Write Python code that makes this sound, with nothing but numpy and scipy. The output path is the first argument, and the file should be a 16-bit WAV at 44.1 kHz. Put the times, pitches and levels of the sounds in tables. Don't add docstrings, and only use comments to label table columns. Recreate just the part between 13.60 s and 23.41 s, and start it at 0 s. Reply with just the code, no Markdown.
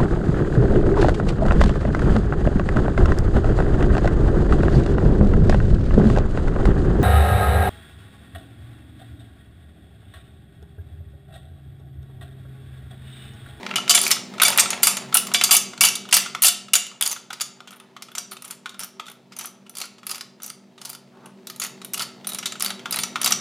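import sys
import numpy as np
from scipy import signal
from scipy.fft import rfft, irfft, next_fast_len
from scipy.io import wavfile
from scipy.ndimage import uniform_filter1d, minimum_filter1d

SR = 44100
rng = np.random.default_rng(int(sys.argv[2]) if len(sys.argv) > 2 else 0)


def to_wav(sig):
    pcm = np.clip(np.atleast_2d(sig), -1, 1) * 32767
    pcm = np.round(pcm).astype(np.int16)
    wavfile.write(sys.argv[1], SR, pcm.T)


N = 432488

# (time [s], level [dB])
BACKGROUND_SWELL = [(0, 13), (1, 11.5), (1.7, 11), (2.75, 5), (3.25, -1), (7.3, 0), (8.25, 6), (9.1, 7.5),
                    (9.81, 14)]
# (harmonic number [-], relative level [dB])
HUM_HARMONICS = [(1, -98), (2, -72), (3, -64.5), (4, -58), (5, -67.5), (6, -70), (7, -89.5), (10, -71.5),
                 (11, -69.5)]
# (centre [Hz], relative width [Hz], relative level [dB])
DRONE_RESONANCES = [(137.3, 9.4, -64.5), (197.3, 11, -57), (382, 16, -61.5), (680, 50, -82.5)]
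# (frequency [Hz], gain [dB])
HUSH_COLOUR = [(20, -28), (60, -20.5), (100, -14), (170, 3.5), (300, -1), (450, 2.5), (700, -3),
               (1500, -16), (4000, -15.5), (16000, -34)]
# (frequency [Hz], gain [dB])
RUMBLE_COLOUR = [(20, -5), (70, -1), (250, -3), (1000, -31.5), (16000, -59)]
# (band centre [Hz], time to fall 60 dB [s])
ROOM_DECAY = [(300, 0.93), (800, 0.4), (2100, 0.43), (5500, 0.39), (10000, 0.24), (15000, 0.17)]
# (time [s], relative level [dB])
RUB_LEVEL = [(0, -38.5), (.68, -47), (.85, -32), (1.3, -40), (2.5, -56), (4.3, -61), (7.4, -65),
             (8.5, -54.5), (9.81, -49)]
# (frequency [Hz], gain [dB])
SKIN_COLOUR = [(150, -20), (500, 2.5), (900, 11), (1350, -2), (1800, 3.5), (4000, -4), (9000, -18.5),
               (16000, -30.5)]
# (middle [s], length scale [s], relative level [dB])
GRIP_SHIFTS = [(4.044, 0.13, -62), (4.226, 0.065, -54.5), (5.943, 0.04, -59), (7.565, 0.083, -51),
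               (7.658, 0.087, -44.5), (7.801, 0.11, -62.5), (8.223, 0.086, -58)]
# (frequency [Hz], gain [dB])
BRUSH_COLOUR = [(80, -26), (250, 4), (420, -0.5), (900, 4), (1500, 0.5), (3000, -49), (16000, -48)]
# (time [s], relative level [dB])
DULL_KNOCKS = [(0.106, -30), (0.1822, -17), (0.308, -16), (.5666, -24.5), (.7377, -32.5), (0.7815, -27.5),
               (0.8172, -6.5), (1.0566, -19), (1.5253, -21.5), (1.2694, -10.5), (1.552, -11),
               (1.716, -24.5), (1.8922, -20), (2.134, -30.5), (2.4527, -34), (2.66, -23), (2.7483, -16.5),
               (3.083, -33.5), (3.315, -36), (3.562, -29), (3.7037, -23.5), (4.004, -33), (4.1271, -36.5),
               (4.365, -31), (4.485, -37), (4.5739, -30), (4.7182, -31.5), (5.0583, -22.5), (5.1436, -35.5),
               (5.3964, -22.5), (5.847, -29), (6.237, -33), (6.431, -36.5), (6.801, -41.5), (8.4046, -20.5),
               (8.955, -30.5), (9.2568, -19.5), (9.5571, -14.5), (9.7104, -18.5)]
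# (frequency [Hz], relative level [dB], time to fall 60 dB [s])
RECEIVER_MODES = [(736, -11, 0.055), (864, -11, 0.057), (992, -8.5, 0.063), (1124, -7.5, 0.032),
                  (1215, 5, 0.025), (1316, 4.5, 0.042), (1364, 4.5, 0.051), (1456, 0.5, 0.032)]
# (frequency [Hz], relative level [dB], time to fall 60 dB [s])
TUBE_MODES = [(705, -10, .2), (1135, -9, .2), (1368, -8, .17), (2283, -2.5, .21), (2835, -6, .15),
              (2892, -4, .18), (3483, -1, .2), (3967, -7, .18), (4274, -9, .16), (4716, -3, .15),
              (4746, 0, .2), (5285, -2.5, .2), (5720, -7, .17), (5946, -2, .2), (6530, -3, .24),
              (6903, -4, .2), (7310, -3, .2), (7467, -7, .14), (8193, -3, .2), (8366, -7, .16),
              (8743, -5, .22), (9320, -6, .18), (9700, -3, .13), (10400, -5, .14), (10850, -1.5, .17),
              (11220, -3, .16), (12350, -10, .18), (13300, -6, .1), (13920, -7, .12)]
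# (time [s], relative level [dB], favoured mode [Hz])
TUBE_BLOWS = [(.157, -23.5, 2880), (.278, -34.5, 4530), (.295, -13, 4820), (.348, -11.5, 7220),
              (.513, -24, 2875), (.85, -11, 9050), (.995, -23, 9200), (1.231, -14.5, 8190),
              (1.2705, -20, 7380), (1.745, -15, 3540), (1.838, -31.5, 9570), (1.91, -9, 9250),
              (1.93, -31.5, 2295), (2.21, -15, 2370), (2.25, -25.5, 11220), (2.545, -24.5, 4840),
              (2.86, -25.5, 3540), (3.155, -39, 2900), (4.582, -36.5, 5720), (9.395, -28, 9320),
              (9.722, -28.5, 5720)]
# (centre [Hz], relative width [Hz], relative level [dB])
CATCH_RESONANCES = [(5925, 150, -9), (9900, 250, 2), (9570, 530, 11.5), (10690, 900, 2), (11400, 950, -5.5),
                    (13450, 640, 6.5), (12800, 210, -16.5)]
# (frequency [Hz], gain [dB])
SNAP_COLOUR = [(150, -36.5), (450, -13.5), (750, -6), (1700, -3.5), (2300, 3), (2550, 1.5), (2900, 4.5),
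               (4200, 3), (4750, 2), (7400, 5), (8700, 0), (12000, -6), (14000, -7), (15000, -18.5),
               (16000, -33.5)]
# (start [s], length [s], relative snap level [dB],
# hardness [dB/octave], resonance of the touched spot [Hz])
TWIST_RUNS = [(.388, .11, -20, 0.5, 4660), (0.846, 0.14, -20.5, -9, 2850), (1.919, 0.041, -17.5, 2, 2900),
              (2.217, 0.061, -15, 5, 2740), (2.842, .045, -18, 6, 4700), (3.434, .092, -24, 1.5, 6700),
              (4.109, .06, -50.5, -13, 2700), (4.712, 0.02, -39.5, -3, 4530),
              (4.8216, 0.11, -38, -7.5, 5850), (5.193, 0.055, -30.5, -2.5, 5680),
              (5.457, 0.064, -38.5, -4.5, 3540), (5.765, 0.1, -31.5, 1, 6000),
              (6.152, 0.099, -31, 0.5, 4700), (6.467, 0.11, -29.5, -1, 4860),
              (6.82, 0.084, -33.5, 0.5, 5940), (7.2147, 0.14, -32, 1.5, 4760),
              (8.016, 0.045, -27.5, -1, 6700), (8.373, .06, -29, -5, 4720), (8.67, .095, -30.5, -0.5, 3870),
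              (9.036, .075, -31.5, -7.5, 4700), (9.3356, .06, -26.5, -6.5, 3980),
              (9.6147, 0.13, -22, -4, 5870)]
# (time [s], relative snap level [dB], hardness [dB/octave],
# resonance of the touched spot [Hz], catch tick relative to the snap [dB])
SINGLE_CLICKS = [(0.0642, -23.5, -10.5, 3500, -36), (0.111, -22, -14.5, 2800, -34),
                 (.138, -26.5, -14.5, 2320, -25), (0.1574, -11.5, -2.5, 3040, -8),
                 (.278, -22.5, -10.5, 3770, -24), (.2947, -3, 5, 4760, -16), (0.3072, -5, 3.5, 2980, -12),
                 (.3395, -17, -8, 3770, -8.5), (0.3481, -1.5, 0.5, 7080, 2),
                 (0.3763, -11.5, -9.5, 3640, -6), (0.4653, -13.5, 0, 2240, -20),
                 (0.5067, -14.5, -8, 6960, 0.5), (0.5129, -6.5, 0.5, 5300, -3.5),
                 (.799, -13.5, -9, 2320, -27), (0.8183, -8, 1, 3660, 6), (0.8322, -7, -4.5, 4680, 5),
                 (0.8813, -14.5, -6, 4900, 5.5), (0.9754, -15, -6, 7800, 9.5),
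                 (0.9841, -6.5, -6.5, 2250, -11), (0.9944, -1.5, 3, 8480, -14),
                 (1.104, -16, -2.5, 6740, -0.5), (1.1305, -19, -8.5, 2830, -25),
                 (1.2235, -30.5, 7.5, 3410, -20), (1.2309, -5.5, -2, 7500, 8), (1.2702, -4.5, 4, 2200, 6),
                 (1.369, -20, -3, 6700, -1.5), (1.5428, -11, 0, 8000, 14), (1.5694, -9, 1.5, 2860, 7),
                 (1.6692, -26, -4.5, 7600, -3), (1.7379, -13, 11, 5600, -3), (1.7449, -8.5, -6.5, 3480, -9),
                 (1.8118, -10.5, -5.5, 3120, -15), (1.8374, -4, 4.5, 4700, -3.5),
                 (1.9094, -3, -3, 4740, -1), (1.9243, -6.5, 1.5, 7550, 9), (1.9655, -9, 2, 6400, 4),
                 (2.177, -32, -5.5, 4360, -22), (2.2085, -2, 1, 2820, -0.5), (2.2361, -6.5, -5, 2900, 6),
                 (2.2492, -6.5, 6, 4660, 0), (2.2864, -14.5, 1, 5700, 0), (2.3538, -19.5, 7, 3570, -3),
                 (2.4886, -31, -6, 2960, -10), (2.511, -26, 0, 4750, -17), (2.5262, -1, -3, 2900, 1),
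                 (2.54, 0.5, 14, 4700, -8), (2.567, -9, -3, 4770, 3), (2.8204, -17, -3, 7900, 9),
                 (2.8266, -18, 4, 6800, 10), (2.8346, -12, -1.5, 4700, 8.5), (2.8447, -4.5, -3, 2770, 6),
                 (2.8524, -9, 13, 4700, -1), (2.865, -8.5, 9, 4830, 1), (2.882, -8, 8.5, 3900, -3),
                 (3.1342, -3.5, 3, 2880, 2), (3.1533, -6, 2, 6970, -4), (3.2661, -30.5, 3, 3010, -20),
                 (3.4101, -17.5, -5.5, 3700, 5), (3.4238, -14.5, 0.5, 3350, 3), (3.4612, -16, 2, 4700, -5),
                 (3.5138, -19.5, 0.5, 6300, -1.5), (3.729, -26.5, -6, 4860, -7),
                 (3.7994, -31, -5, 6980, -15), (3.808, -19, 0.5, 4730, -11), (3.8135, -18, 0, 6940, -1),
                 (4.0739, -35, -4.5, 3240, -15), (4.1072, -41, 4, 2930, -3), (4.1996, -40.5, -8, 3560, 0),
                 (4.422, -30, -3, 5180, -5), (4.5167, -42, -6, 3430, -3), (4.551, -25, -1, 7260, -15),
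                 (4.581, -18.5, 1.5, 5750, -20), (4.7677, -34.5, -4, 3650, -20),
                 (4.848, -37.5, -1, 7680, 8), (4.9084, -28, 1.5, 8930, 1), (5.0927, -33, 0.5, 3680, -16),
                 (5.7207, -38, -5.5, 5040, -20), (6.064, -44.5, -4.5, 2840, -24.5),
                 (6.095, -41.5, -2, 5980, 8.5), (6.2145, -22.5, -2, 4230, -8), (6.382, -44, -5, 4530, -19),
                 (6.4954, -28, 0, 4930, -9), (6.5127, -22.5, -0.5, 4840, 2), (6.609, -26.5, -2, 4870, -9),
                 (6.9004, -32.5, -0.5, 4700, 4), (7.1784, -40.5, -6.5, 3770, -22.5),
                 (7.6583, -42.5, -0.5, 2790, 4), (7.8704, -30, 3, 3800, -1), (7.899, -30, -5, 4700, -1),
                 (7.961, -40, 2, 3990, 4), (7.9983, -23, -1, 6740, 2), (8.0178, -22, 3.5, 4500, -8),
                 (8.2162, -34.5, -5, 3800, -11), (8.247, -33, 0, 3800, 6.5), (8.3349, -24.5, 2, 5950, 6),
                 (8.342, -21, 2, 2800, -1), (8.3943, -21, -3, 4940, -10), (8.4192, -20.5, 1.5, 4540, -17),
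                 (8.645, -33.5, -6.5, 3610, -19), (8.67, -30.5, -1, 5900, 14.5),
                 (8.7464, -27.5, -2, 3830, 7), (8.786, -23, -1.5, 5760, -3), (8.8276, -27, -8, 2940, -18),
                 (8.857, -16, 0.5, 3880, -11), (8.9215, -25.5, -5.5, 7440, -10), (8.9974, -30, 7, 3950, 0),
                 (9.006, -21, -2, 4800, -7), (9.023, -20, -2, 5160, 7.5), (9.046, -22.5, -2, 3830, 5),
                 (9.0611, -18.5, -1.5, 4620, -9), (9.1037, -22, -5.5, 3850, -7),
                 (9.1938, -36, -8.5, 3280, -13), (9.309, -29.5, -3, 3980, 12),
                 (9.3241, -17.5, -1, 4870, -1), (9.388, -20, -3, 4380, 1), (9.4343, -16.5, -2.5, 5800, -6),
                 (9.644, -12, 4, 4800, -2.5), (9.6598, -13.5, -3.5, 3740, 0.5), (9.675, -16, 1, 4700, -10),
                 (9.7217, -9, -1, 5770, -24)]

MAINS_HZ, TOP_HZ = 60, 15800
SIZE = 4096
CLICK_S = .005
SPOT_WIDTH_HZ = 240
TIME, AGE = np.arange(N) / SR, np.arange(SIZE) / SR
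LONG = next_fast_len(N, True)
BINS = np.fft.rfftfreq(LONG, 1 / SR)

CLICKS_PER_TWIST = 7
SLIP_JITTER, SLIP_SPREAD_DB, HARDNESS_SPREAD, TICK_SPREAD_DB, SPOT_SPREAD_OCT = .3, 2.2, 2.8, 7.5, 0.014
TWIST_CATCH_DB, FIRST_CLICK_DB = -2, -1
PEAK_SHARE, FADE_DB, FADE_HARDNESS = 0.32, 15, 7.7
KNOCK_SNAP_DB, KNOCK_HARDNESS, KNOCK_SPOT_HZ, KNOCK_TICK_DB = -5.0, -8, 3470, -18
BODY_DB, MIDDLING_DB, BODY_GROWTH, BODY_PER_HARDNESS = -8.5, -27.5, 0.74, -.6
SPOT_FULL_DB, SPOT_LOSS = -15, .25


def amp(db):
    return 10 ** (np.asarray(db) / 20)


def unit(x):
    return x / np.sqrt(np.mean(x ** 2))


def unit_click(x):
    return x * np.sqrt(CLICK_S * SR / np.sum(x ** 2, axis=-1, keepdims=True))


def curve(rows):
    return np.interp(TIME, *np.transpose(rows))


def colour(points, hz):
    f, db = np.transpose(points)
    return amp(np.interp(np.log(hz + 1), np.log(f), db))


def resonance(hz, centre, width):
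    return 1j * hz * width / (centre ** 2 - hz ** 2 + 1j * hz * width)


def causal(gain):
    cepstrum = irfft(np.log(gain + 1e-6))
    fold = np.r_[1, np.full(SIZE // 2 - 1, 2), 1, np.zeros(SIZE // 2 - 1)]
    return np.exp(rfft(cepstrum * fold))


def filtered(x, gain):
    return irfft(rfft(x, LONG) * gain, LONG)[:N]


def noise(points):
    return unit(filtered(rng.standard_normal(N), colour(points, BINS)))


def add(track, s, sound):
    i = max(int(s * SR), 0)
    track[i:i + len(sound)] += sound[:max(N - i, 0)]


def swell(middle, length):
    return np.maximum(1 - ((TIME - middle) / length) ** 2, 0) ** 2


def turning():
    return sum(amp(db) * swell(s + length / 2, 0.77 * length) for s, length, db, _, _ in TWIST_RUNS)


def background(hush_db, drone_db, hum_db, side_db):
    hum, drone = np.zeros(N), np.zeros(N)
    for harmonic, db in HUM_HARMONICS:
        cycles = harmonic * MAINS_HZ * TIME + rng.random()
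        hum += amp(db) * np.sqrt(2) * np.sin(2 * np.pi * cycles)
    for centre, width, db in DRONE_RESONANCES:
        response = resonance(BINS, centre, 1.31 * width) ** 2
        drone += amp(db) * unit(filtered(rng.standard_normal(N), response))
    mid = amp(hum_db) * hum + amp(drone_db) * drone + amp(hush_db) * noise(HUSH_COLOUR)
    side = amp(side_db) * noise(HUSH_COLOUR) + amp(-84) * noise(RUMBLE_COLOUR)
    return np.array([mid + side, mid - side]) * amp(curve(BACKGROUND_SWELL))


def room(x, wet_db, gap_s):
    age, hz = np.arange(SR // 2) / SR, np.fft.rfftfreq(SR // 2, 1 / SR)
    centres, t60 = np.transpose(ROOM_DECAY)
    white, tail = rfft(rng.standard_normal(len(age))), np.zeros(len(age))
    for band, decay in zip(np.eye(len(ROOM_DECAY)), t60):
        band_noise = irfft(white * np.interp(hz, centres, band), len(age))
        tail += band_noise * np.exp(-np.log(1000) * age / decay)
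    tail *= np.clip(age / gap_s - 1, 0, 1)
    return amp(wet_db) * signal.fftconvolve(x, tail / np.sqrt(np.sum(tail ** 2)))[:N]


def ports(x, side_db):
    return amp(side_db) * filtered(x, 1j * np.clip((BINS / 4500) ** 2, 0, 1))


def fingers(rub_db, twist_db, shift_db, uneven_db):
    slips = unit(uniform_filter1d(rng.standard_normal(N), size=260))
    shifting = sum(amp(db + shift_db) * swell(s, length) for s, length, db in GRIP_SHIFTS)
    pressure = amp(curve(RUB_LEVEL) + rub_db) + amp(twist_db) * turning() + shifting
    return unit(noise(SKIN_COLOUR) * amp(uneven_db * slips)) * pressure


def grip(brush_db):
    strokes = sum(amp(db) * np.exp(-(2 * (TIME - s) / length) ** 2) for s, length, db in GRIP_SHIFTS)
    return amp(brush_db) * strokes * noise(BRUSH_COLOUR)


def jolts(thump_db, thump_hz, fall_s):
    thump, out = np.sin(2 * np.pi * thump_hz * AGE) * np.exp(-AGE / fall_s), np.zeros(N)
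    for s, db, _, _, _ in SINGLE_CLICKS:
        add(out, s, amp(db + thump_db) * thump)
    return out


def thread(grate_db, grain, catch_db):
    unevenness = unit(uniform_filter1d(rng.standard_normal(N), size=24))
    impacts = rng.standard_normal(N) * np.exp(grain * unevenness)
    catch = sum(amp(db + catch_db) * np.abs(resonance(BINS, centre, width)) ** 2
                for centre, width, db in CATCH_RESONANCES)
    return amp(grate_db) * turning() * unit(filtered(impacts, colour(SNAP_COLOUR, BINS) + catch))


def struck(modes, age, scatter_db, detune, count):
    hz, db, t60 = np.transpose(modes)
    chance = rng.standard_normal((count, 3, len(hz)))
    weight = amp(db + scatter_db * chance[:, 0]) * np.exp(2j * np.pi * chance[:, 1])
    waves = np.exp((2j * np.pi * hz - np.log(1000) / t60)[:, None] * age)
    shift_hz = detune * hz.mean() * chance[:, 2, :1]
    return ((weight @ waves) * np.exp(2j * np.pi * shift_hz * age)).imag * (1 - np.exp(-age / 0.0006))


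def tube(ring_db, favour_db, split):
    out, age = np.zeros(N), np.arange(SR // 4) / SR
    hz, mode_db, t60 = np.transpose(TUBE_MODES)
    for s, db, strongest_hz in TUBE_BLOWS:
        favoured = favour_db * np.exp(-((hz - strongest_hz) / 120) ** 2)
        dulled = 5.3 * np.maximum(np.log2(hz / strongest_hz), 0)
        modes = np.column_stack([hz, mode_db + favoured - dulled, t60])
        modes = np.vstack([modes, modes * [1 + split, 1, 1]])
        ring = struck(modes, age, scatter_db=2.2, detune=.0003, count=1)[0]
        add(out, s, amp(db + ring_db) * ring / ring[:SIZE // 4].std())
    return out


def twist(start, length, db, hardness, spot_hz):
    early, size, edge, place, tick = np.sqrt(3) * rng.uniform(-1, 1, (CLICKS_PER_TWIST, 5)).T
    step = np.arange(CLICKS_PER_TWIST)
    share = (step + SLIP_JITTER * early * (step > 0)) / step[-1]
    slow = (share - PEAK_SHARE) ** 2
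    return np.column_stack([
        start + length * share,
        db + FIRST_CLICK_DB * (step == 0) - FADE_DB * slow + SLIP_SPREAD_DB * size,
        hardness - FADE_HARDNESS * slow + HARDNESS_SPREAD * edge,
        spot_hz * 2 ** (SPOT_SPREAD_OCT * place),
        TWIST_CATCH_DB + TICK_SPREAD_DB * tick])


def contacts():
    sharp = np.vstack([SINGLE_CLICKS] + [twist(*row) for row in TWIST_RUNS])
    _, db, hardness, _, _ = sharp.T
    body_db = BODY_DB + (BODY_GROWTH - 1) * (db - MIDDLING_DB) + BODY_PER_HARDNESS * hardness
    dull = [(s, knock_db + KNOCK_SNAP_DB, KNOCK_HARDNESS, KNOCK_SPOT_HZ, KNOCK_TICK_DB, -KNOCK_SNAP_DB)
            for s, knock_db in DULL_KNOCKS]
    return np.vstack([np.column_stack([sharp, body_db]), dull])


def chatter(rise_s, fall_s, grain, count):
    age = AGE[:SIZE // 4]
    chance = rng.standard_normal((count, 2, len(age)))
    fall = fall_s * np.exp(.35 * chance[:, 1, :1])
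    impacts = chance[:, 0] * np.exp(grain * chance[:, 1])
    return rfft(impacts * (1 - np.exp(-age / rise_s)) * np.exp(-age / fall), SIZE)


def clicks(snap_db, knock_db, tick_db, tube_db, spot_db):
    s, level_db, hardness, spot_hz, tick, knock = contacts().T
    count, hz = len(s), np.fft.rfftfreq(SIZE, 1 / SR)

    softness = np.maximum(-hardness, 0)[:, None]
    tilt = amp(hardness[:, None] * np.log2(np.clip(hz, 2200, 8000) / 4500))
    tilt = tilt * amp(-softness * np.log2(np.maximum(hz / 8000, 1)))
    shaken_db = SPOT_LOSS * np.maximum(level_db[:, None] - SPOT_FULL_DB, 0)
    spot_gain = amp(spot_db - softness - shaken_db)
    spot = 1 + spot_gain * resonance(hz, spot_hz[:, None], SPOT_WIDTH_HZ)
    bursts = chatter(rise_s=0.00032, fall_s=0.0062, grain=0.39, count=count)
    snaps = irfft(bursts * causal(colour(SNAP_COLOUR, hz) * tilt) * spot)

    shares = amp(3.6 * rng.standard_normal((count, len(CATCH_RESONANCES))))
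    catch = shares @ np.array([amp(db) * np.abs(resonance(hz, centre, 1.7 * width)) ** 2
                               for centre, width, db in CATCH_RESONANCES])
    ticks = irfft(chatter(rise_s=0.00036, fall_s=0.0028, grain=0.23, count=count) * causal(catch))

    knocks = struck(RECEIVER_MODES, AGE, scatter_db=3.5, detune=.04, count=count)
    rings = struck(TUBE_MODES, AGE, scatter_db=3, detune=.0006, count=count)
    rings = rings * (1 - AGE / AGE[-1])

    sounds = amp(snap_db) * unit_click(snaps)
    sounds += amp(tube_db - 1.3 * softness) * unit_click(rings)
    sounds += amp(knock_db + knock)[:, None] * unit_click(knocks)
    sounds += amp(tick_db + tick)[:, None] * unit_click(ticks)
    out = np.zeros(N)
    for when, db, sound in zip(s, level_db, sounds):
        add(out, when, amp(db) * sound)
    return out


def scene():
    rifle = clicks(snap_db=-2.5, knock_db=-6, tick_db=-5.5, tube_db=-13.5, spot_db=12.5)
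    rifle += tube(ring_db=-4.0, favour_db=12.5, split=0.0036)
    rifle += jolts(thump_db=-50.5, thump_hz=67.8, fall_s=0.005)
    rifle += fingers(rub_db=-2.5, twist_db=-20, shift_db=-16.5, uneven_db=4.5)
    rifle += thread(grate_db=-19, grain=.8, catch_db=-7.0)
    rifle += grip(brush_db=-4.5)
    mid = rifle + room(rifle, wet_db=-9.5, gap_s=0.0023)
    side = room(rifle, wet_db=-58.5, gap_s=.002) + ports(mid, side_db=-22.5)
    behind = background(hush_db=-60, drone_db=0.0, hum_db=-1.0, side_db=-72)
    return np.array([mid + side, mid - side]) + behind


def record(dry):
    allowed = np.minimum(1, .92 / (np.abs(dry).max(axis=0) + 1e-9))
    gain = uniform_filter1d(minimum_filter1d(allowed, size=61), size=61)
    return signal.sosfilt(signal.ellip(8, .2, 80, TOP_HZ, fs=SR, output="sos"), dry * gain)


dry = scene()
out = record(dry)
to_wav(out)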